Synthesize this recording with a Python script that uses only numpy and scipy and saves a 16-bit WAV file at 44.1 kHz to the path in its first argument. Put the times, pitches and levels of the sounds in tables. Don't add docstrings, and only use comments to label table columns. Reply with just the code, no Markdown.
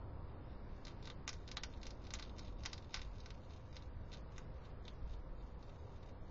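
import sys
import numpy as np
from scipy import signal
from scipy.fft import rfft, irfft
from scipy.io import wavfile
from scipy.ndimage import uniform_filter1d, minimum_filter1d

SR = 44100
rng = np.random.default_rng(int(sys.argv[2]) if len(sys.argv) > 2 else 0)


def log_audio(samples):
    frames = np.atleast_2d(samples).T
    limited = np.clip(frames, -1, 1)
    pcm = np.round(limited * 32767).astype(np.int16)
    wavfile.write(sys.argv[1], SR, pcm)


def attenuation_scalar(level_db):
    decades = np.asarray(level_db, float) / 20
    return 10 ** decades


N = 277922

# f/Hz, density/dB per Hz
TRAFFIC_SPECTRUM = [(7.1, -31), (12, -0.5), (93, -2), (146, -9), (179, -12), (432, -18.5), (503, -18.5),
                    (854, -24.5), (969, -23), (1050, -24.5), (1220, -26.5), (3170, -41.5), (5000, -42.5),
                    (6500, -65), (11000, -120)]
# t/s, level/dB
TRAFFIC_LEVEL = [(0.0, -59.5), (0.97, -59.5), (1.84, -61), (2.28, -60.5), (3.1, -61.5), (3.84, -61),
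                 (4.11, -60), (5.23, -61.5), (6.3, -61)]
# t/s, level/dB
RUMBLE_LEVEL = [(0.0, -49), (0.39, -55.5), (2.6, -52), (2.91, -60), (3.0, -50.5), (3.6, -63), (3.86, -53),
                (4.81, -55), (5.0, -49.5), (5.37, -50.5), (5.77, -57.5), (6.3, -53.5)]
# f/Hz, width/Hz, level/dB
FAN_HUM = [(513.6, 33, -71.5), (933, 30, -76.5), (1133, 8.9, -82)]
# delay/ms, level/dB
REFLECTIONS = [
    (1.385, -2.5),
    (2.55, -9.5),
    (3.4, -13),
    (3.95, -13),
]
# teeth meet t/s, grinding level/dB, closing/s per 20 dB, opening/s per 20 dB
JAW_STROKES = [(0.3, -79, .15, .15), (0.51, -70, 0.14, 0.08), (0.76, -78, 0.14, .2),
               (0.89, -69, 0.14, 0.13), (1.08, -66, 0.18, .08), (1.34, -68, 0.076, .15),
               (1.55, -72, .15, .15), (1.73, -72, 0.12, .2), (1.89, -63, .08, 0.11),
               (2.08, -67.5, .15, 0.18), (2.25, -63, .18, 0.095), (2.43, -62, 0.16, 0.2),
               (2.7, -65.5, 0.25, 0.3), (2.97, -57, 0.082, 0.15), (3.21, -69, 0.4, 0.9),
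               (3.52, -68.5, 0.11, 0.19), (3.78, -68, 0.21, 0.15), (4.141, -61, 0.11, 0.087),
               (4.37, -66.5, 0.14, 0.1), (4.66, -71, 0.18, 0.1), (4.88, -70.5, 0.078, 0.27),
               (5.13, -67.5, .2, 0.07), (5.42, -73, 0.19, 0.27), (5.64, -68.5, 0.099, 0.46),
               (5.92, -74, 0.58, 0.44), (6.09, -70.5, 0.26, .07), (6.29, -76, 0.12, .1)]
# f/Hz, level/dB
MOUTH_COLOUR = [(700, -25), (1500, -12), (2700, -2), (3300, -3.5), (3750, -9.5), (4050, -6), (4400, 2),
                (5300, -4.5), (6500, -3.5), (7600, -15.5)]
# t/s, peak level/dB, fragment ring f/Hz, jaw thud level/dB,
# broad snap level/dB re ring
PELLET_CRACKS = [(0.8515, -45.5, 4700, -25, -12), (0.8691, -44, 4170, -8, 1), (1.0733, -43, 3970, -2.5, 2),
                 (1.1007, -42.5, 3550, -4, 0), (1.2778, -28.5, 5900, -13.5, 1.5),
                 (1.4777, -45, 4300, -24, -5), (1.5153, -37, 4800, -26, 1),
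                 (1.5699, -30.5, 3850, -9.5, 3.5), (1.6352, -31, 5030, -18, 3), (1.8312, -42, 4430, -25, 2),
                 (1.8676, -40.5, 5030, -18, -3.5), (2.106, -42.5, 4300, -8, -3),
                 (2.1379, -29.5, 6300, -27, -4.5), (2.2252, -41.5, 4140, -4, -5.5),
                 (2.3929, -43.5, 4650, -8, -8), (2.6355, -45.5, 4560, -8, -5), (2.6592, -29, 4850, -11, 1),
                 (2.7316, -35, 4620, -25, -4), (2.943, -28, 4680, -12, 0.5), (3.0171, -42, 4300, -19, 8),
                 (3.3049, -44, 4300, -11.5, 8), (3.7665, -41.5, 4230, -18, 6),
                 (4.381, -42.5, 5980, -0.5, -4), (4.8806, -44.5, 3460, -13, -4),
                 (0.8807, -46, 4170, -10, 2), (1.0553, -46, 4450, -15, -5), (1.2916, -31, 5330, -17, -3.5),
               (1.33, -42.5, 5810, -9, -7.5), (1.3384, -51, 4400, -12, -5), (1.4882, -46.5, 4300, -9, 16),
               (1.5777, -52, 3220, 8.5, 1), (1.6434, -57, 3470, -4, -1), (1.9064, -46, 4800, -21, -7),
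               (2.0686, -49, 4340, -11, 1.5), (2.1464, -41.5, 5800, -4, 1), (2.152, -44, 4000, -10, -8),
               (2.1887, -46, 3600, -7.5, 9), (2.1964, -41, 4370, -2.5, -1), (2.384, -47, 4800, -11, -3),
               (2.6532, -38.5, 5350, -1.5, -1), (2.779, -46, 4300, -9, -1.5), (2.9617, -39, 4200, -13, 12),
               (2.9715, -44.5, 4700, 4, -6), (2.993, -45.5, 4390, -5, 1), (3.2033, -51, 4540, -11, -11),
               (3.2597, -45.5, 4500, -1, -5), (4.136, -46, 4430, -8, -2), (4.1444, -53, 3780, -17, -7)]
# t/s, peak level/dB, ring f/Hz
CRUMB_TICKS = [(1.0268, -51.5, 4430), (1.0449, -56, 4000), (1.1166, -57, 3600), (1.7372, -56, 3740),
               (1.7729, -59, 4530), (1.8156, -53, 4500), (1.8547, -50, 4070), (2.04, -56, 4600),
               (2.0505, -54, 4300), (2.25, -56, 3480), (2.295, -54, 3700), (2.449, -55, 4600),
               (2.4721, -58, 3900), (2.481, -56, 3600), (2.825, -57.5, 3800), (2.8446, -58, 4100),
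               (3.1828, -56.5, 4440), (3.213, -60, 4440), (3.506, -57, 4150), (3.542, -72, 4300),
               (3.7283, -56, 4300), (3.7575, -54, 5100), (3.8227, -54.5, 4040), (4.1184, -56.5, 3900),
               (4.1292, -50, 4100), (4.3615, -58.5, 3730), (4.6519, -57.5, 4070), (4.8525, -54, 3620),
               (5.1376, -58, 3600), (5.6274, -57, 4400)]
# f/Hz, level/dB
CHEWING_COLOUR = [(600, 0.5), (1100, 1), (1450, 1.5), (2200, 1.5), (2700, -1.5), (3400, 1.5), (4000, -1),
                  (4700, -1.5), (5500, -1.5), (6500, 0), (7100, -6.5), (8000, 1.5)]
# f/Hz, level/dB
HISS_COLOUR = [(2500, -20), (5000, -4.5), (6500, -1), (7500, 4.5), (9000, -5)]
# f/Hz, level/dB
HOUSING_COLOUR = [(900, 0.5), (6300, -2.5), (7000, -3), (7600, -15), (8100, -36), (9000, -70)]
# level near 3.5 kHz/dB, top f/Hz
FAINT_TOP = [(-101, 7000), (-99, 8000)]
# t/s, top f/Hz
OPENING_TOP = [(0, 5050), (.3, 5350), (.45, 5400), (.7, 6000), (.73, 7000), (.81, 8000)]
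# start t/s, length/s, top f/Hz
NARROW_TOP = [(0.95, .04, 6500), (1.15, .11, 5600), (1.97, .04, 6500), (2.55, .04, 5600), (3.9, .08, 5300),
              (3.98, .09, 6100), (4.22, .11, 5400), (4.45, .11, 5600), (4.56, .05, 6500), (4.72, .12, 5000),
              (4.98, .1, 6100), (5.17, .04, 5200), (5.23, .1, 6300), (5.55, .04, 5200), (6.0, .04, 6500),
              (6.14, .09, 5200)]


def unit(x):
    return x / np.sqrt(np.mean(x ** 2))


def curve(table):
    return np.interp(np.arange(N) / SR, *np.transpose(table))


def colour(x, points):
    hz, db = np.transpose(points)
    f = np.maximum(np.fft.rfftfreq(len(x), 1 / SR), 1)
    gain = attenuation_scalar(np.interp(np.log(f), np.log(hz), db))
    return irfft(rfft(x) * gain, len(x))


def ring(x, hz, width_hz):
    return signal.lfilter(*signal.iirpeak(min(hz, .4 * SR), hz / width_hz, fs=SR), x)


def walk(rate_hz):
    hold = int(SR / rate_hz)
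    steps = np.repeat(rng.standard_normal(N // hold + 1), hold)
    return 1.13 * uniform_filter1d(uniform_filter1d(steps, hold), hold)[:N]


def night():
    spectrum = rfft(colour(rng.standard_normal(N), TRAFFIC_SPECTRUM))
    f = np.fft.rfftfreq(N, 1 / SR)

    def part(low_hz, high_hz):
        return irfft(spectrum * ((f >= low_hz) & (f < high_hz)), N)

    edges_hz = [70, 110, 180, 360, 720, 1440, SR]
    traffic = sum(part(low, high) * attenuation_scalar(1.2 * walk(2.5)) for low, high in zip(edges_hz, edges_hz[1:]))
    traffic = traffic / np.std(part(144.4, 900)) * attenuation_scalar(curve(TRAFFIC_LEVEL))
    rumble = unit(part(0, edges_hz[0])) * attenuation_scalar(curve(RUMBLE_LEVEL) + 1.0)
    hum = sum(attenuation_scalar(db) * unit(ring(rng.standard_normal(N), hz, width_hz)) for hz, width_hz, db in FAN_HUM)
    return traffic + rumble + hum


def path():
    scatter_db, scatter_t60_s = -20, 0.061
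    yard_db, yard_t60_s = -34, 0.21
    rise_s = 0.00057
    t = np.arange(SR // 4) / SR
    dull = signal.butter(2, 5500, fs=SR)
    gravel, yard = signal.lfilter(*dull, rng.standard_normal((2, len(t))))
    gravel = attenuation_scalar(scatter_db) * gravel * np.exp(-np.log(1000) * t / scatter_t60_s)
    yard = attenuation_scalar(yard_db) * yard * np.exp(-np.log(1000) * t / yard_t60_s)
    response = np.minimum(t / rise_s, 1) * (gravel + yard)
    response[0] = 1
    for ms, db in REFLECTIONS:
        response[int(ms * SR / 1000)] += attenuation_scalar(db)
    return response


def effort():
    t = np.arange(N) / SR
    strokes = []
    for s, db, closing_s, opening_s in JAW_STROKES:
        away = np.where(t < s, (s - t) / closing_s, (t - s) / opening_s)
        strokes.append(db - 20 * away)
    return np.max(strokes, axis=0)


def grinding():
    crumbs_per_s = 900
    size_db = np.minimum(3.5 * rng.exponential(size=N), 13)
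    crumbs = (rng.random(N) < crumbs_per_s / SR) * attenuation_scalar(size_db) * rng.standard_normal(N)
    cavity = ring(ring(crumbs, 3750, 450), 3750, 450)
    mouth = unit(colour(crumbs, MOUTH_COLOUR)) + attenuation_scalar(-11) * unit(cavity)
    press_db = effort()
    uneven_db = np.clip(0.22 * (press_db + 86), 1.5, 4.0)
    return mouth * attenuation_scalar(press_db - 7 + uneven_db * walk(40))


def cracks():
    tick_jaw_db, tick_broad_db = -15, -2.5
    creak_s, splinter_s = 0.0053, 0.0046
    lead, size = 600, 2048
    table = PELLET_CRACKS + [(*tick, tick_jaw_db, tick_broad_db) for tick in CRUMB_TICKS]
    out = np.zeros(N + size)
    t = (np.arange(size) - lead) / SR
    chance = rng.standard_normal((len(table), size))
    for (s, db, hz, jaw_db, broad_db), c in zip(table, chance):
        creak = attenuation_scalar(-38.5) * np.exp(np.minimum(t, 0) / creak_s) * (t < 0)
        splinter_db = -33.0 - 0.05 * (db + 39.5)
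        splinters = attenuation_scalar(splinter_db) * np.exp(-np.maximum(t, 0) / splinter_s) * (t > 0)
        snap = c ** 3 / 4 * (creak + splinters)
        snap[lead] = np.sign(c[0])
        fragment = ring(ring(snap, hz, .5 * hz), hz, .5 * hz)
        broad = ring(ring(snap, 3100, 5200), 3200, 11000)
        shell = fragment + attenuation_scalar(broad_db - 2.0) * broad
        jaw = ring(ring(snap, 1650, 2100), 1600, 2200)
        crack = shell / np.abs(shell).max() + attenuation_scalar(jaw_db - 8.5) * jaw / np.abs(jaw).max()
        i = int(s * SR) - lead
        out[i:i + size] += attenuation_scalar(db + 6.5) * crack
    return out[:N]


def scene():
    chewing = colour(cracks() + attenuation_scalar(2) * grinding(), CHEWING_COLOUR)
    return (signal.fftconvolve(chewing, path())[:N] + night())[None]


def band_power(z, band):
    return np.array([np.mean(np.abs(z[band == b]) ** 2, axis=0) for b in range(band.max() + 1)])


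def thin_bands(x, loud_db=-66, below_db=-32, scatter_db=4.0, lowest_hz=1900):
    f, t, z = signal.stft(x, SR, "cosine", 704, 352)
    band = (np.sqrt(f) / 4.5).astype(int)
    power = band_power(z, band)
    treble = power[band[f > lowest_hz][0]:].max(axis=0)
    crack = -minimum_filter1d(-treble, size=9, origin=2)
    limit = crack * attenuation_scalar(below_db + scatter_db * rng.standard_normal(power.shape)) ** 2
    dropped = (power < limit) & (crack > attenuation_scalar(loud_db) ** 2)
    holes = dropped[band] & (f > lowest_hz)[:, None]
    return signal.istft(z * ~holes, SR, "cosine", 704, 352)[1][:N]


def narrow_treble(x, quiet_db=-95, lowest_hz=2400, top_step_hz=470):
    f, t, z = signal.stft(x, SR, "cosine", 2048, 1024)
    band = (np.sqrt(f) / 2.2).astype(int)
    power = band_power(z, band)
    unlucky = rng.random((len(power), len(t) // 3 + 1)) < .17
    unlucky = np.repeat(unlucky, 3, axis=1)[:, :len(t)]
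    holes = (unlucky & (power < attenuation_scalar(quiet_db) ** 2))[band] & (f > lowest_hz)[:, None]
    treble = np.abs(z[(f > 2500) & (f < 4400)]) ** 2
    treble_db = 10 * np.log10(np.mean(treble, axis=0) + 1e-18)
    treble_db = uniform_filter1d(np.minimum(treble_db, -95), size=3)
    top_hz = np.interp(treble_db, *np.transpose(FAINT_TOP))
    top_hz = np.minimum(top_hz, np.interp(t, *np.transpose(OPENING_TOP)))
    late = t + .012
    for since, length, hz in NARROW_TOP:
        top_hz[(late >= since) & (late < since + length)] = hz
    inside = f[:, None] < np.round(top_hz / top_step_hz) * top_step_hz
    return signal.istft(z * (inside & ~holes), SR, "cosine", 2048, 1024)[1][:N]


def top_cut(x):
    return signal.sosfilt(signal.butter(12, 8100, fs=SR, output="sos"), x)


def record(dry):
    hiss_db, dc_offset, last_bit_db = -83, .0009, -101
    hiss = attenuation_scalar(hiss_db) * unit(colour(rng.standard_normal(N), HISS_COLOUR))
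    housed = colour(dry[0] + hiss, HOUSING_COLOUR)
    x = narrow_treble(thin_bands(housed))[None] + dc_offset
    mix = x + attenuation_scalar(last_bit_db) * rng.standard_normal(x.shape)
    return top_cut(mix)


dry = scene()
out = record(dry)
log_audio(out)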